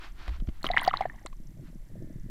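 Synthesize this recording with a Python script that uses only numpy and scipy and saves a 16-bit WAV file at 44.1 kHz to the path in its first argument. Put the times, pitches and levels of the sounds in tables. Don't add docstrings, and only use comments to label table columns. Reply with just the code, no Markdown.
import sys
import numpy as np
from scipy import signal
from scipy.fft import rfft, irfft, next_fast_len
from scipy.io import wavfile

SR = 44100
rng = np.random.default_rng(int(sys.argv[2]) if len(sys.argv) > 2 else 0)


def master(y):
    cut = np.clip(np.atleast_2d(y).T, -1, 1)
    pcm = np.round(cut * 32767)
    wavfile.write(sys.argv[1], SR, pcm.astype(np.int16))


N = 101429

# frequency in Hz, relative level in dB.
HISS_COLOUR = [(530, -6), (900, -9), (1370, -15.5), (1750, -13), (2070, -9), (2480, -16), (2890, -17.5),
               (13800, -15), (15500, -28)]
HISS_DB = -69.5
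# frequency in Hz, relative level in dB.
WHIRR_COLOUR = [(1000, -45), (1750, -3), (2080, -10), (2350, -60)]
WHIRR_START_S, WHIRR_FADE_S, WHIRR_DB = 1.795, 0.11, -74.5
WHINE_HZ, WHINE_DB = 7500, -82
BUZZ_FIRST_S, BUZZ_PERIOD_S, BUZZ_LENGTH_S = 0.017, 0.0346, 0.0042
BUZZ_START_HZ, BUZZ_FALL_HZ_PER_S = 7260, 650000
BUZZ_DB, BUZZ_VARIATION_DB = -64, 4

# time in seconds, level in dB.
RUB_LEVEL = [(0, -55), (.045, -46), (.08, -54.5), (.135, -73), (.2, -52.5), (.278, -52.5), (.30, -57),
             (.35, -52.5), (.44, -82), (.56, -63), (.68, -76), (1.6, -82), (1.67, -62), (1.73, -78)]
# frequency in Hz, relative level in dB.
RUB_COLOUR = [(200, -18.5), (330, 2), (490, -18.5), (650, -5), (1430, 1.5), (1610, -2), (4330, -9.5),
              (6610, -24), (15000, -48)]

# time in seconds, level in dB.
CHURN_LEVEL = [(0, -66.5), (.3, -54), (.56, -64.5), (.64, -50), (1.05, -52), (1.3, -58), (1.48, -53.5),
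               (1.65, -47), (1.83, -60), (1.97, -42.5), (2.08, -47), (2.14, -48.5), (2.24, -45)]
GLUGS_PER_S, GLUG_HZ, GLUG_SPREAD, GLUG_Q = 240, 200, 0.6, 2.4
# time in seconds, level in dB.
SWAY_LEVEL = [(.95, -39.5), (1.25, -41.5)]
# frequency in Hz, relative level in dB.
SWAY_COLOUR = [(25, 7), (50, -8), (100, -17), (1000, -100)]

# start in seconds, level in dB.
TICKS = [(0.279, -34), (0.292, -40), (0.401, -47), (0.473, -47), (0.4888, -43.5), (0.643, -28.5),
         (.656, -30), (0.667, -29.5), (0.688, -38), (0.713, -34.5), (0.766, -34), (0.7815, -30),
         (0.85, -35), (0.876, -25), (1.009, -30.5), (1.058, -48), (1.2613, -35), (1.328, -51)]
# frequency in Hz, relative level in dB.
TICK_COLOUR = [(200, 11.5), (1200, 10), (4200, 2), (5500, -8.5), (10500, -23.5), (13000, -22),
               (16000, -29.5)]
TICK_ATTACK_S, TICK_T60_S = 0.000086, 0.023

# start in seconds, pitch in Hz, level in dB,
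# sharpness Q (at least 1 is used).
PUSHES = [(0.279, 43.4, -8.5, 1.8), (.303, 62, -21, 5), (0.393, 29.4, -16, 2.8), (0.4757, 59.3, 3.5, 0.8),
          (0.683, 23.7, -21, 2.3)]
PUSH_ONSET_S = 0.015
# start in seconds, pitch in Hz, level in dB before the case colours it.
KNOCKS = [(0.4208, 176, -17.5), (.4855, 220, -12), (0.6431, 388, -3), (1.140, 163, -33.5),
          (1.2513, 420, -13), (1.3996, 195, -25.5), (1.512, 230, -33), (1.5501, 155, -34),
          (1.6207, 176, -30.5), (1.6993, 195.3, -27.5), (1.7553, 174.7, -23), (1.954, 450, -19),
          (1.9654, 162, -24.5), (2.0211, 321, -16), (2.0425, 216, -19), (2.1034, 222, -21),
          (2.157, 154.2, -20), (2.2322, 167, -37)]
KNOCK_Q, KNOCK_ONSET_S = 1.6, 0.0015
# frequency in Hz, gain in dB.
CASE_COLOUR = [(40, -14), (125, 1.5), (175, -3), (225, -2.5), (270, -5.5), (325, -1.5), (440, -12),
               (650, 2.5), (850, -23), (3000, -56)]

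# time in seconds, level in dB.
FROTH_LEVEL = [(0.605, -63.5), (0.64, -53), (.73, -48.5), (0.791, -38.5), (.85, -39.5), (0.899, -41),
               (0.927, -58.5), (.937, -32), (0.957, -46), (1.029, -45.5), (1.078, -59.5), (1.3, -66.5)]
# frequency in Hz, gain in dB.
FROTH_COLOUR = [(450, -7), (820, 4.5), (1300, -5), (2000, 5.5), (2480, -11), (3000, -4.5), (4300, -7.5),
                (5400, -22), (15000, -35)]
FROTH_PER_S, FROTH_HZ, FROTH_SPREAD, FROTH_Q = 980, 1962, 0.7, 9.2
FROTH_RISE = 0.13
FIZZ_DB = -11
# time in seconds, level in dB.
SPRAY_LEVEL = [(.6, -75), (0.652, -51), (.75, -78), (.79, -70), (.815, -52), (0.874, -51.5), (.89, -80)]
SPRAY_PER_S, SPRAY_HZ, SPRAY_SPREAD, SPRAY_Q = 200, 10700, 0.9, 14
SWARM_VARIATION_DB = 5

# start in seconds, pitch in Hz, level in dB,
# sharpness Q.
AIR_POCKETS = [(0.6302, 4120, -31.5, 23), (0.6431, 1283, -7.5, 3.3), (.651, 3840, -20.5, 8.7),
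               (0.666, 3025, -16, 16.4), (0.6895, 1930, -16.5, 5.4), (0.7008, 690, -16, 11),
               (0.7147, 3810, -19, 18), (0.7352, 1957, -24, 23), (0.7428, 814, -16, 5),
               (0.766, 1980, -10, 9.7), (0.7724, 1713, 3, 6.5), (0.7728, 905, -23.5, 13),
               (0.78, 2820, -3, 4), (.7885, 2059, -19, 12), (0.795, 3100, -14.5, 7.1),
               (0.8123, 8700, -34.5, 39), (.8135, 1970, -26.5, 10), (0.8176, 920, -17, 6),
               (.8495, 3280, -16, 5.7), (0.8677, 1360, -14.5, 3.7), (.8764, 735, -4.5, 7.8),
               (0.8796, 4420, -14, 11.5), (0.8873, 1730, -18, 8.5), (.907, 2880, -31, 19),
               (0.9109, 1225, -22, 10.3), (.9385, 1060, 1, 2.57), (0.9715, 3870, -15.5, 10.5),
               (1.0074, 775, -11, 9), (1.0219, 800, -24.5, 10.8), (1.022, 2030, -25, 10.8),
               (1.0541, 670, -8.5, 3.5), (1.0555, 1722, -28.5, 24), (1.098, 1750, -28, 17.4),
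               (1.140, 800, -36, 3.4), (1.187, 1840, -44, 14), (1.2618, 7430, -13.5, 3.74),
               (1.2625, 950, -27.5, 2.7), (1.269, 3970, -31.5, 12), (1.3274, 1050, -42, 7.7)]
POCKET_RISE = 0.048
ONSET_CYCLES = 0.89
NECK_S = 0.000092

# frequency in Hz, relative level in dB.
ECHO_COLOUR = [(300, -17), (850, 8), (2100, -1), (2450, -8), (3000, -3.5), (5500, -27.5)]
ECHO_DB, ECHO_T60_S, ECHO_ONSET_S = -15.5, 0.01, 0.003
TOP_HZ = 15850


def amp(db):
    return 10 ** (np.asarray(db) / 20)


def unit(x):
    return x / np.sqrt(np.mean(x ** 2) + 1e-20)


def along(points, hz):
    f, v = np.transpose(points)
    return np.interp(np.log(hz + 1), np.log(f + 1), v)


def level(rows):
    return amp(np.interp(np.arange(N) / SR, *np.transpose(rows)))


def filtered(x, response):
    size = next_fast_len(N + SR // 2)
    hz = np.fft.rfftfreq(size, 1 / SR)
    return irfft(rfft(x, size) * response(hz), size)[:N]


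def noise(colour):
    white = rng.standard_normal(N)
    return unit(filtered(white, lambda hz: amp(along(colour, hz))))


def through(x, colour):
    size = 16384
    gain = amp(along(colour, np.fft.rfftfreq(size, 1 / SR)))
    cepstrum = irfft(np.log(gain))
    cepstrum[1:size // 2] *= 2
    cepstrum[size // 2 + 1:] = 0
    impulse = irfft(np.exp(rfft(cepstrum)))
    return signal.fftconvolve(x, impulse)[:N]


def add(out, s, sound):
    part = out[max(0, round(s * SR)):][:len(sound)]
    part += sound[:len(part)]


def ring(hz, q, onset_s, rise=0, size=8192):
    t = np.arange(size) / SR
    fade = np.exp(-np.pi * hz * t / max(q, 1))
    pitch = hz * (1 + rise * (1 - fade))
    phase = 2 * np.pi * np.cumsum(pitch) / SR
    onset = 1 - np.exp(-(t / onset_s) ** 2)
    return np.sin(phase) * fade * onset


def swarm(start, end, per_s, centre_hz, spread, q, rise):
    out = np.zeros(N)
    draws = rng.uniform(-1, 1, (2000, 5))
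    count = int(per_s * (end - start))
    for when, a, b, c, d in draws[:count]:
        s = start + (end - start) * (when + 1) / 2
        hz = centre_hz * np.exp(spread * (a + b))
        strength = amp(SWARM_VARIATION_DB * (c + d))
        add(out, s, strength * ring(hz, q, ONSET_CYCLES / hz, rise, size=2048))
    return unit(out) * np.sqrt((end - start) * SR / N)


def hiss():
    return amp(HISS_DB) * noise(HISS_COLOUR)


def whine():
    return amp(WHINE_DB) * np.sin(2 * np.pi * WHINE_HZ * np.arange(N) / SR)


def buzz():
    out = np.zeros(N)
    t = np.arange(int(BUZZ_LENGTH_S * SR)) / SR
    cycles = (BUZZ_START_HZ - BUZZ_FALL_HZ_PER_S * t / 2) * t
    chirp = np.hanning(len(t)) * np.sin(2 * np.pi * cycles)
    for s in np.arange(BUZZ_FIRST_S, N / SR, BUZZ_PERIOD_S):
        add(out, s, amp(BUZZ_DB + rng.normal(0, BUZZ_VARIATION_DB)) * chirp)
    return out


def rub():
    return level(RUB_LEVEL) * noise(RUB_COLOUR)


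def glugs():
    low_bubbles = swarm(0, N / SR, GLUGS_PER_S, GLUG_HZ, GLUG_SPREAD, GLUG_Q, 0)
    return level(CHURN_LEVEL) * unit(through(low_bubbles, CASE_COLOUR))


def sway():
    return level(SWAY_LEVEL) * noise(SWAY_COLOUR)


def ticks():
    envelope = np.zeros(N)
    t = np.arange(SR // 10) / SR
    attack = 1 - np.exp(-t / TICK_ATTACK_S)
    for s, db in TICKS:
        add(envelope, s, attack * amp(db - 60 * t / TICK_T60_S))
    return envelope * noise(TICK_COLOUR)


def pushes():
    out = np.zeros(N)
    for s, hz, db, q in PUSHES:
        add(out, s, amp(db) * ring(hz, q, PUSH_ONSET_S))
    return out


def knocks():
    blows = np.zeros(N)
    for s, hz, db in KNOCKS:
        add(blows, s, -amp(db) * ring(hz, KNOCK_Q, KNOCK_ONSET_S))
    return through(blows, CASE_COLOUR)


def froth():
    start, end = FROTH_LEVEL[0][0], FROTH_LEVEL[-1][0]
    small = swarm(start, end, FROTH_PER_S, FROTH_HZ, FROTH_SPREAD, FROTH_Q, FROTH_RISE)
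    fizz = amp(FIZZ_DB) * noise(FROTH_COLOUR)
    return level(FROTH_LEVEL) * (through(small, FROTH_COLOUR) + fizz)


def spray():
    start, end = SPRAY_LEVEL[0][0], SPRAY_LEVEL[-1][0]
    return level(SPRAY_LEVEL) * swarm(start, end, SPRAY_PER_S, SPRAY_HZ, SPRAY_SPREAD, SPRAY_Q, 0)


def air_pockets():
    out = np.zeros(N)
    for s, hz, db, q in AIR_POCKETS:
        onset_s = ONSET_CYCLES / hz + NECK_S
        add(out, s, amp(db) * ring(hz, q, onset_s, POCKET_RISE))
    return out


def echo(x):
    t = np.arange(SR // 5) / SR
    envelope = amp(-60 * t / ECHO_T60_S) * (1 - np.exp(-t / ECHO_ONSET_S))
    tail = noise(ECHO_COLOUR)[:len(t)] * envelope
    tail /= np.linalg.norm(tail)
    return amp(ECHO_DB) * signal.fftconvolve(x, tail)[:N]


def whirr():
    fade_in = np.clip((np.arange(N) / SR - WHIRR_START_S) / WHIRR_FADE_S, 0, 1)
    return fade_in * amp(WHIRR_DB) * noise(WHIRR_COLOUR)


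def scene():
    camera = hiss() + whine() + buzz() + whirr()
    handling = rub() + pushes() + knocks()
    water = glugs() + sway() + froth() + spray()
    splash = ticks() + air_pockets()
    return (camera + handling + water + splash + echo(splash))[None]


def record(dry):
    return filtered(dry[0], lambda hz: hz < TOP_HZ)[None]


dry = scene()
out = record(dry)
master(out)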